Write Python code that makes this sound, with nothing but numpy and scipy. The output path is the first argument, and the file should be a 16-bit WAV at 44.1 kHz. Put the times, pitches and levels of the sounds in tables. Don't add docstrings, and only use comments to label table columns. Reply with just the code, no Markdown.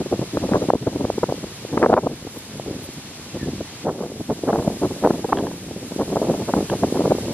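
import sys
import numpy as np
from scipy import signal
from scipy.fft import rfft, irfft, next_fast_len
from scipy.io import wavfile
from scipy.ndimage import uniform_filter1d, minimum_filter1d, map_coordinates

SR = 44100
rng = np.random.default_rng(int(sys.argv[2]) if len(sys.argv) > 2 else 0)


def persist_wave(psi):
    counts = np.round(np.clip(psi, -1, 1) * 32767).astype(np.int16)
    wavfile.write(sys.argv[1], SR, np.atleast_2d(counts).T)


N = 323253
TIME = np.arange(N) / SR
CUT_S = 3.85


def from_db(db):
    return 10 ** (np.asarray(db) / 20)


def unit_rms(x):
    return x / np.sqrt(np.mean(x ** 2) + 1e-20)


def in_time(rows):
    times, *columns = np.transpose(rows)
    return [np.interp(TIME, times, column) for column in columns]


def at_hz(points, hz):
    table = np.array(points)
    return np.interp(np.log(hz + 1), np.log(table[:, 0]), table[:, 1])


def colour(x, spectrum):
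    hz = np.fft.rfftfreq(x.shape[-1], 1 / SR)
    ends = np.minimum(hz / spectrum[0][0], 1) ** 2 / np.maximum(hz / spectrum[-1][0], 1) ** 4
    return unit_rms(irfft(rfft(x) * from_db(at_hz(spectrum, hz)) * ends, x.shape[-1]))


def drift(per_s):
    hop, settle = 40, 2000
    pole = np.exp(-2 * np.pi * hop * per_s / SR)
    noise = rng.standard_normal(N // hop + settle + 2)
    slow = signal.lfilter([1], [1, -2 * pole, pole * pole], noise)[settle:]
    return np.interp(np.arange(N) / hop, np.arange(len(slow)), unit_rms(slow))


# (frequency [Hz], correlation [-1 to 1])
PORT_LIKENESS = [(500, 1), (1200, 0.84), (2100, 0.65), (3100, 0.066), (4200, -0.34), (5800, -0.61),
                 (10000, -0.75)]
def all_around(pair):
    size = next_fast_len(N)
    alike = np.clip(at_hz(PORT_LIKENESS, np.fft.rfftfreq(size, 1 / SR)), -.99, .99)
    mid, side = irfft(rfft(pair, size) * np.sqrt([1 + alike, 1 - alike]), size)
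    return np.array([mid + side, mid - side])


def leaf_touches(per_s, spread_db):
    sizes = from_db(spread_db * np.minimum(rng.exponential(1, (2, N)), 4))
    return sizes * rng.standard_normal((2, N)) * (rng.random((2, N)) < per_s / SR)


# (time [s], crown level [dB], near-leaf level [dB])
TREES_BEFORE_CUT = [(0.0, -49.5, -59), (0.4, -47.5, -57), (2.6, -50, -58), (3.82, -48.5, -59.5)]
TREES_AFTER_CUT = [(3.88, -54, -60.5), (4.84, -49, -54), (5.79, -51, -57), (5.92, -49.5, -55),
                   (6.75, -47, -52.5), (7.33, -47, -53.5)]
# (frequency [Hz], level [dB])
CROWN_SPECTRUM = [(100, 15), (400, 5), (900, 3), (1400, 0.5), (2400, 2), (4200, 3), (6500, -0.5),
                  (10000, -8), (14000, -18)]
LEAF_SPECTRUM = [(2500, -19), (5000, -4), (8000, -1), (11500, 0.5), (13000, -5.5), (15000, -37)]
def trees(crown_gain_db, leaf_gain_db, flutter_db):
    hiss_db, sizzle_db = np.where(TIME < CUT_S, in_time(TREES_BEFORE_CUT), in_time(TREES_AFTER_CUT))
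    crowns = colour(all_around(rng.standard_normal((2, N))), CROWN_SPECTRUM)[:, :N]
    leaves = colour(all_around(leaf_touches(per_s=24000, spread_db=-3.0)), LEAF_SPECTRUM)[:, :N]
    sizzle_db += leaf_gain_db + flutter_db * drift(25)
    return crowns * from_db(hiss_db + crown_gain_db) + leaves * from_db(sizzle_db)


# (time [s], duration [s], first pitch [Hz], last pitch [Hz], level [dB])
BIRD_NOTES = [(3.28, 0.084, 2750, 2590, -52.5), (3.38, 0.088, 1800, 1730, -46)]
LOW_BLIP = [(2.842, 0.0374, 638.4, 470.3, -40.5)]
def whistles(notes, gain_db, waver_hz):
    out, waver = 0, waver_hz * drift(102.7)
    for start, duration, first_hz, last_hz, db in notes:
        progress = np.clip((TIME - start) / duration, 0, 1)
        hz = first_hz + (last_hz - first_hz) * progress + waver
        envelope = from_db(db + gain_db) * np.sin(np.pi * progress)
        out = out + envelope * np.sin(2 * np.pi * np.cumsum(hz) / SR)
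    return out


# (time [s], level [dB], duration [s])
LEAF_FLICKS = [(2.35, -51, .26), (2.387, -42, 0.0068), (2.845, -41, 0.046), (2.936, -46, .02),
               (5.95, -50, 0.036)]
# (frequency [Hz], level [dB])
FLICK_SPECTRUM = [(4000, -14), (7000, -8), (11500, 3), (14000, -4)]
def leaf_flicks(gain_db):
    envelope = 0
    for centre, db, duration in LEAF_FLICKS:
        distance = np.minimum(np.abs(2 * (TIME - centre) / duration), 10)
        envelope = envelope + from_db(db) * np.exp(-distance ** 2)
    crackle = colour(all_around(leaf_touches(per_s=1500, spread_db=3.5)), FLICK_SPECTRUM)[:, :N]
    return from_db(gain_db) * envelope * crackle


def burst(start, t60):
    envelope = from_db(-60 * np.clip((TIME - start) / t60, 0, 2)) * (TIME >= start)
    return envelope * rng.standard_normal((2, N))


# (time [s], level [dB], contact cutoff [Hz])
WOOD_TAPS = [(5.372, -29, 4507), (5.387, -30, 4513), (5.469, -25, 1102), (5.515, -31, 1000),
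             (6.699, -26.5, 2803)]
# (frequency [Hz], level [dB], time to fall 60 dB [s])
WOOD_MODES = [(980, 10, 0.0088), (1641, 5.5, 0.012), (2878.5, 0, 0.011), (3209, 1.5, 0.016)]
def wood_taps(gain_db, grit):
    contact, out = 0, 0
    for start, db, top_hz in WOOD_TAPS:
        touch = grit * burst(start, t60=0.01)
        touch[:, round(start * SR)] += 1
        softened = signal.lfilter(*signal.butter(2, top_hz, fs=SR), touch + 1e-18)
        contact = contact + from_db(db) * softened
    for hz, db, t60 in WOOD_MODES:
        pole, angle = np.exp(-np.log(1000) / (t60 * SR)), 2 * np.pi * hz / SR
        ring = signal.lfilter([0, np.sin(angle)], [1, -2 * pole * np.cos(angle), pole * pole], contact)
        out = out + from_db(db) * ring
    return from_db(gain_db) * out


def swells(rows, steepness, rise_share=.85, fall_share=1.1, rim_pitch_share=.7):
    out = np.zeros((2, N))
    for centre, db, duration, core_hz in rows:
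        near = slice(*np.searchsorted(TIME, [centre - 2 * duration, centre + 2 * duration]))
        age = (TIME[near] - centre) / duration
        shape = np.exp(-np.abs(2 * age / np.where(age < 0, rise_share, fall_share)) ** steepness)
        power = from_db(db) ** 2 * shape
        hz = core_hz * (rim_pitch_share + (1 - rim_pitch_share) * shape)
        out[:, near] += power, power * hz
    return out


# (time [s], level [dB], duration [s], core pitch [Hz])
MIC_GUSTS = [(0.2, -26.5, 0.083, 328.8), (0.56, -23, 0.27, 360), (0.98, -28.5, 0.3, 300.1),
             (1.36, -29.5, .16, 309.4), (1.86, -17.5, 0.18, 459.7), (2.1, -23.5, 0.065, 330),
             (2.665, -29, 0.22, 310), (3.48, -25, 0.15, 254.9), (4.0, -27.5, .22, 419.3),
             (4.57, -22, .24, 438.8), (5.09, -24, .24, 388.4), (5.41, -22, .17, 380.1),
             (5.74, -29, 0.2, 309.2), (6.2, -25, 0.35, 390.2), (6.58, -16.5, 0.077, 418.6),
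             (7.02, -20, 0.36, 399.8), (7.3, -22, 0.099, 381.5)]
MIC_EDDIES = [(0.008, -18.5, 0.025, 413), (0.062, -21.5, .014, 399.5), (0.13, -16, 0.029, 382),
              (0.194, -18.5, 0.0059, 367), (0.22, -19, 0.021, 366), (0.347, -20.5, 0.029, 290),
              (0.374, -14, 0.0096, 430.2), (0.439, -18.5, 0.04, 399.5), (0.491, -20, 0.0082, 408.6),
              (0.521, -9.5, 0.01, 375), (0.554, -12, 0.031, 523), (0.624, -15.5, 0.013, 444),
              (0.689, -11.5, 0.0053, 384), (0.704, -15, 0.012, 543.7), (0.753, -11, 0.015, 331.4),
              (0.825, -21, 0.029, 301.4), (0.873, -10, 0.016, 421), (0.96, -15.5, .016, 347.7),
              (1.008, -15.5, 0.02, 330.6), (1.048, -11.5, 0.011, 399.5), (1.18, -11.5, 0.0064, 432.4),
              (1.235, -10.5, .011, 520.7), (1.294, -16.5, .014, 449), (1.441, -20, 0.0092, 419.2),
              (1.738, -18.5, 0.026, 401.2), (1.776, -10, 0.0088, 601.4), (1.838, -7, 0.02, 704),
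              (1.863, -8, 0.0072, 482.8), (1.899, -8, .012, 450), (1.936, -4, 0.017, 601),
              (1.977, -7, .02, 640), (2.04, -16.5, 0.0215, 349.1), (2.067, -9.5, 0.01104, 500.1),
              (2.224, -27, 0.0081, 290.1), (2.271, -23.5, 0.0082, 398.7), (2.368, -26, 0.013, 401.6),
              (2.888, -28, 0.01, 260.2), (2.98, -29.5, 0.024, 260.3), (3.357, -24.5, 0.036, 349),
              (3.61, -17.5, 0.0092, 379.5), (3.877, -17.5, 0.055, 496), (4.012, -20, 0.0072, 342.4),
              (4.207, -22, 0.019, 330), (4.308, -15.5, 0.032, 420), (4.49, -15, 0.032, 582.3),
              (4.532, -14, .012, 541), (4.592, -16, 0.02534, 447), (4.677, -9, 0.0071, 474.8),
              (4.84, -14, 0.045, 427.9), (4.912, -21.5, .022, 329.6), (5.051, -8.5, 0.027, 619.5),
              (5.107, -13.5, 0.00876, 620), (5.248, -16, .012, 540.3), (5.296, -22, 0.019, 520.2),
              (5.327, -8.5, 0.0083, 801.7), (5.918, -23.5, 0.014, 388.9), (6.006, -16, 0.036, 499.4),
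              (6.128, -18, 0.024, 470.8), (6.169, -14, .012, 490.4), (6.226, -17, 0.013, 520.6),
              (6.3, -13, 0.03, 418), (6.342, -20.5, 0.018, 500.6), (6.415, -22, .04, 398.7),
              (6.492, -18, 0.027, 478.6), (6.54, -12, 0.0081, 478), (6.728, -16.5, 0.047, 395.3),
              (6.837, -10.5, 0.021, 449), (6.968, -18, .02, 449.4), (7.058, -11.5, 0.0068, 449),
              (7.113, -13.5, 0.024, 458.5)]
def airflow(lumpy_db, lumps_per_s, db_per_octave, calm_db=-40.5, calm_hz=244.66):
    calm = from_db(calm_db) ** 2 * np.array([[1], [calm_hz]])
    breeze = calm + swells(MIC_GUSTS, steepness=2.4)
    lump_db = lumpy_db * (np.tanh(drift(lumps_per_s)) - .25)
    lumpy = breeze * from_db(lump_db) ** 2
    lumpy[1] *= 2 ** (lump_db / db_per_octave)
    power, weighted_hz = lumpy + swells(MIC_EDDIES, steepness=2.8)
    return power, weighted_hz / power


# (frequency [Hz], level [dB])
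TURBULENCE_SPECTRUM = [(20, -59), (45, -11.5), (90, -10.5), (170, -1), (330, 1.5), (460, 0), (620, -4.5),
                       (820, -11), (1100, -18.5), (1600, -32.5), (2600, -60)]
def buffets(gain_db, evenness, ripple_db, ripples_per_s, db_per_octave, pattern_hz=420.7):
    power, pitch_hz = airflow(lumpy_db=6.0, lumps_per_s=42, db_per_octave=34)
    crest_db = ripple_db * np.tanh(drift(ripples_per_s))
    pattern = colour(rng.standard_normal(next_fast_len(2 * N)), TURBULENCE_SPECTRUM)
    travelled = np.cumsum(pitch_hz / pattern_hz * 2 ** (crest_db / db_per_octave))
    pressure = from_db(crest_db) * map_coordinates(pattern, [travelled], order=3, mode="wrap")
    local_power = uniform_filter1d(pressure ** 2, size=520) + 1e-9
    return from_db(gain_db) * np.sqrt(power) * unit_rms(pressure / local_power ** (evenness / 2))


# (time [s], level [dB], pitch [Hz])
VORTEX_POPS = [(0.1295, -3, 350), (0.372, -6, 866), (0.536, -8, 1206), (0.7036, 9, 741.3),
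               (0.7365, 6.5, 467), (1.046, -8.5, 610), (1.102, -1, 554), (1.236, -7, 598.6),
               (1.2913, -10, 581.5), (1.3243, -3, 516.4), (1.651, -12, 420), (1.829, -1.5, 1354),
               (1.8611, -2.5, 1143), (1.9308, 7, 660.3), (1.94, 4.5, 1100), (1.968, 2, 798.5),
               (2.2513, -17, 320.7), (2.5984, -11, 550), (2.684, -14, 330.6), (2.712, -14, 259.5),
               (2.767, -16, 250), (3.4311, -9, 252), (3.462, -18, 318), (4.438, -6.5, 399.6),
               (4.5591, -3.5, 685.6), (5.0429, -1.5, 473.3), (5.0739, -1, 707), (5.108, -1, 307.3),
               (5.2472, -6.5, 475.2), (5.33, 2.5, 949.5), (5.427, -6.5, 329), (5.9633, -10, 307.5),
               (6.1594, -4, 578), (6.218, -2.5, 461.8), (6.538, -5, 1001), (6.9254, -2.5, 344.5),
               (6.9962, -3, 381), (7.007, -1.5, 421.8), (7.0785, -3.5, 424), (7.1209, 2.5, 501.4)]
def pops(gain_db, half_width_cycles=0.44, roundness=1.32):
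    out = np.zeros(N)
    for centre, db, hz in VORTEX_POPS:
        near = slice(*np.searchsorted(TIME, [centre - 2 / hz, centre + 2 / hz]))
        cycles = (TIME[near] - centre) * hz
        envelope = np.exp(-np.abs(cycles / half_width_cycles) ** roundness)
        out[near] += from_db(db + gain_db) * envelope * np.sin(2 * np.pi * cycles)
    return out


# (time [s], lead at the left port [s])
LEFT_PORT_LEAD = [(2.0, .00016), (2.3, .00001), (5.4, -.00002), (5.9, .00005)]
def wind_at_ports(pressure, band_hz, shared_hz, veer_s=.00008, veers_per_s=20, lean_db=1.1):
    mid = signal.sosfilt(signal.butter(2, band_hz, "band", fs=SR, output="sos"), pressure)
    lead_s = in_time(LEFT_PORT_LEAD)[0] + veer_s * drift(veers_per_s)
    lag = lead_s / 2 * np.gradient(mid) * SR
    lean = (from_db(lean_db * (TIME < CUT_S)) - 1) / 2 * mid
    side = signal.sosfiltfilt(signal.butter(1, shared_hz, "high", fs=SR, output="sos"), lag + lean)
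    return np.array([mid + side, mid - side])


def scene():
    pressure = buffets(gain_db=-2.0, evenness=0.88, ripple_db=4.0, ripples_per_s=151.0, db_per_octave=28)
    pressure += pops(gain_db=-1.5)
    wind = wind_at_ports(pressure, band_hz=(52.5, 2480), shared_hz=480)
    foliage = trees(crown_gain_db=10.5, leaf_gain_db=13.0, flutter_db=0.7) + leaf_flicks(gain_db=4.0)
    bird = whistles(BIRD_NOTES, gain_db=5.5, waver_hz=45.28)
    blip = whistles(LOW_BLIP, gain_db=2.5, waver_hz=15.0)
    return foliage + bird + blip + wood_taps(gain_db=1, grit=0.057) + wind


def limiter(x, limit_db, recovery_s):
    peak_db = 20 * np.log10(np.abs(x).max(axis=0) + 1e-9)
    over_db = np.maximum(peak_db - limit_db, 0)
    release = np.exp(-TIME / recovery_s)
    duck_db = np.maximum.accumulate(over_db / release) * release
    look_ahead_db = minimum_filter1d(-duck_db, size=90)
    return x * from_db(uniform_filter1d(look_ahead_db, size=90))


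def record(dry):
    overload, cutoff_hz = from_db(4.6), 14300
    limited = limiter(np.clip(dry, -overload, overload), limit_db=-0.6, recovery_s=0.23)
    return signal.sosfilt(signal.ellip(10, .1, 80, cutoff_hz, fs=SR, output="sos"), limited)


dry = scene()
out = record(dry)
persist_wave(out)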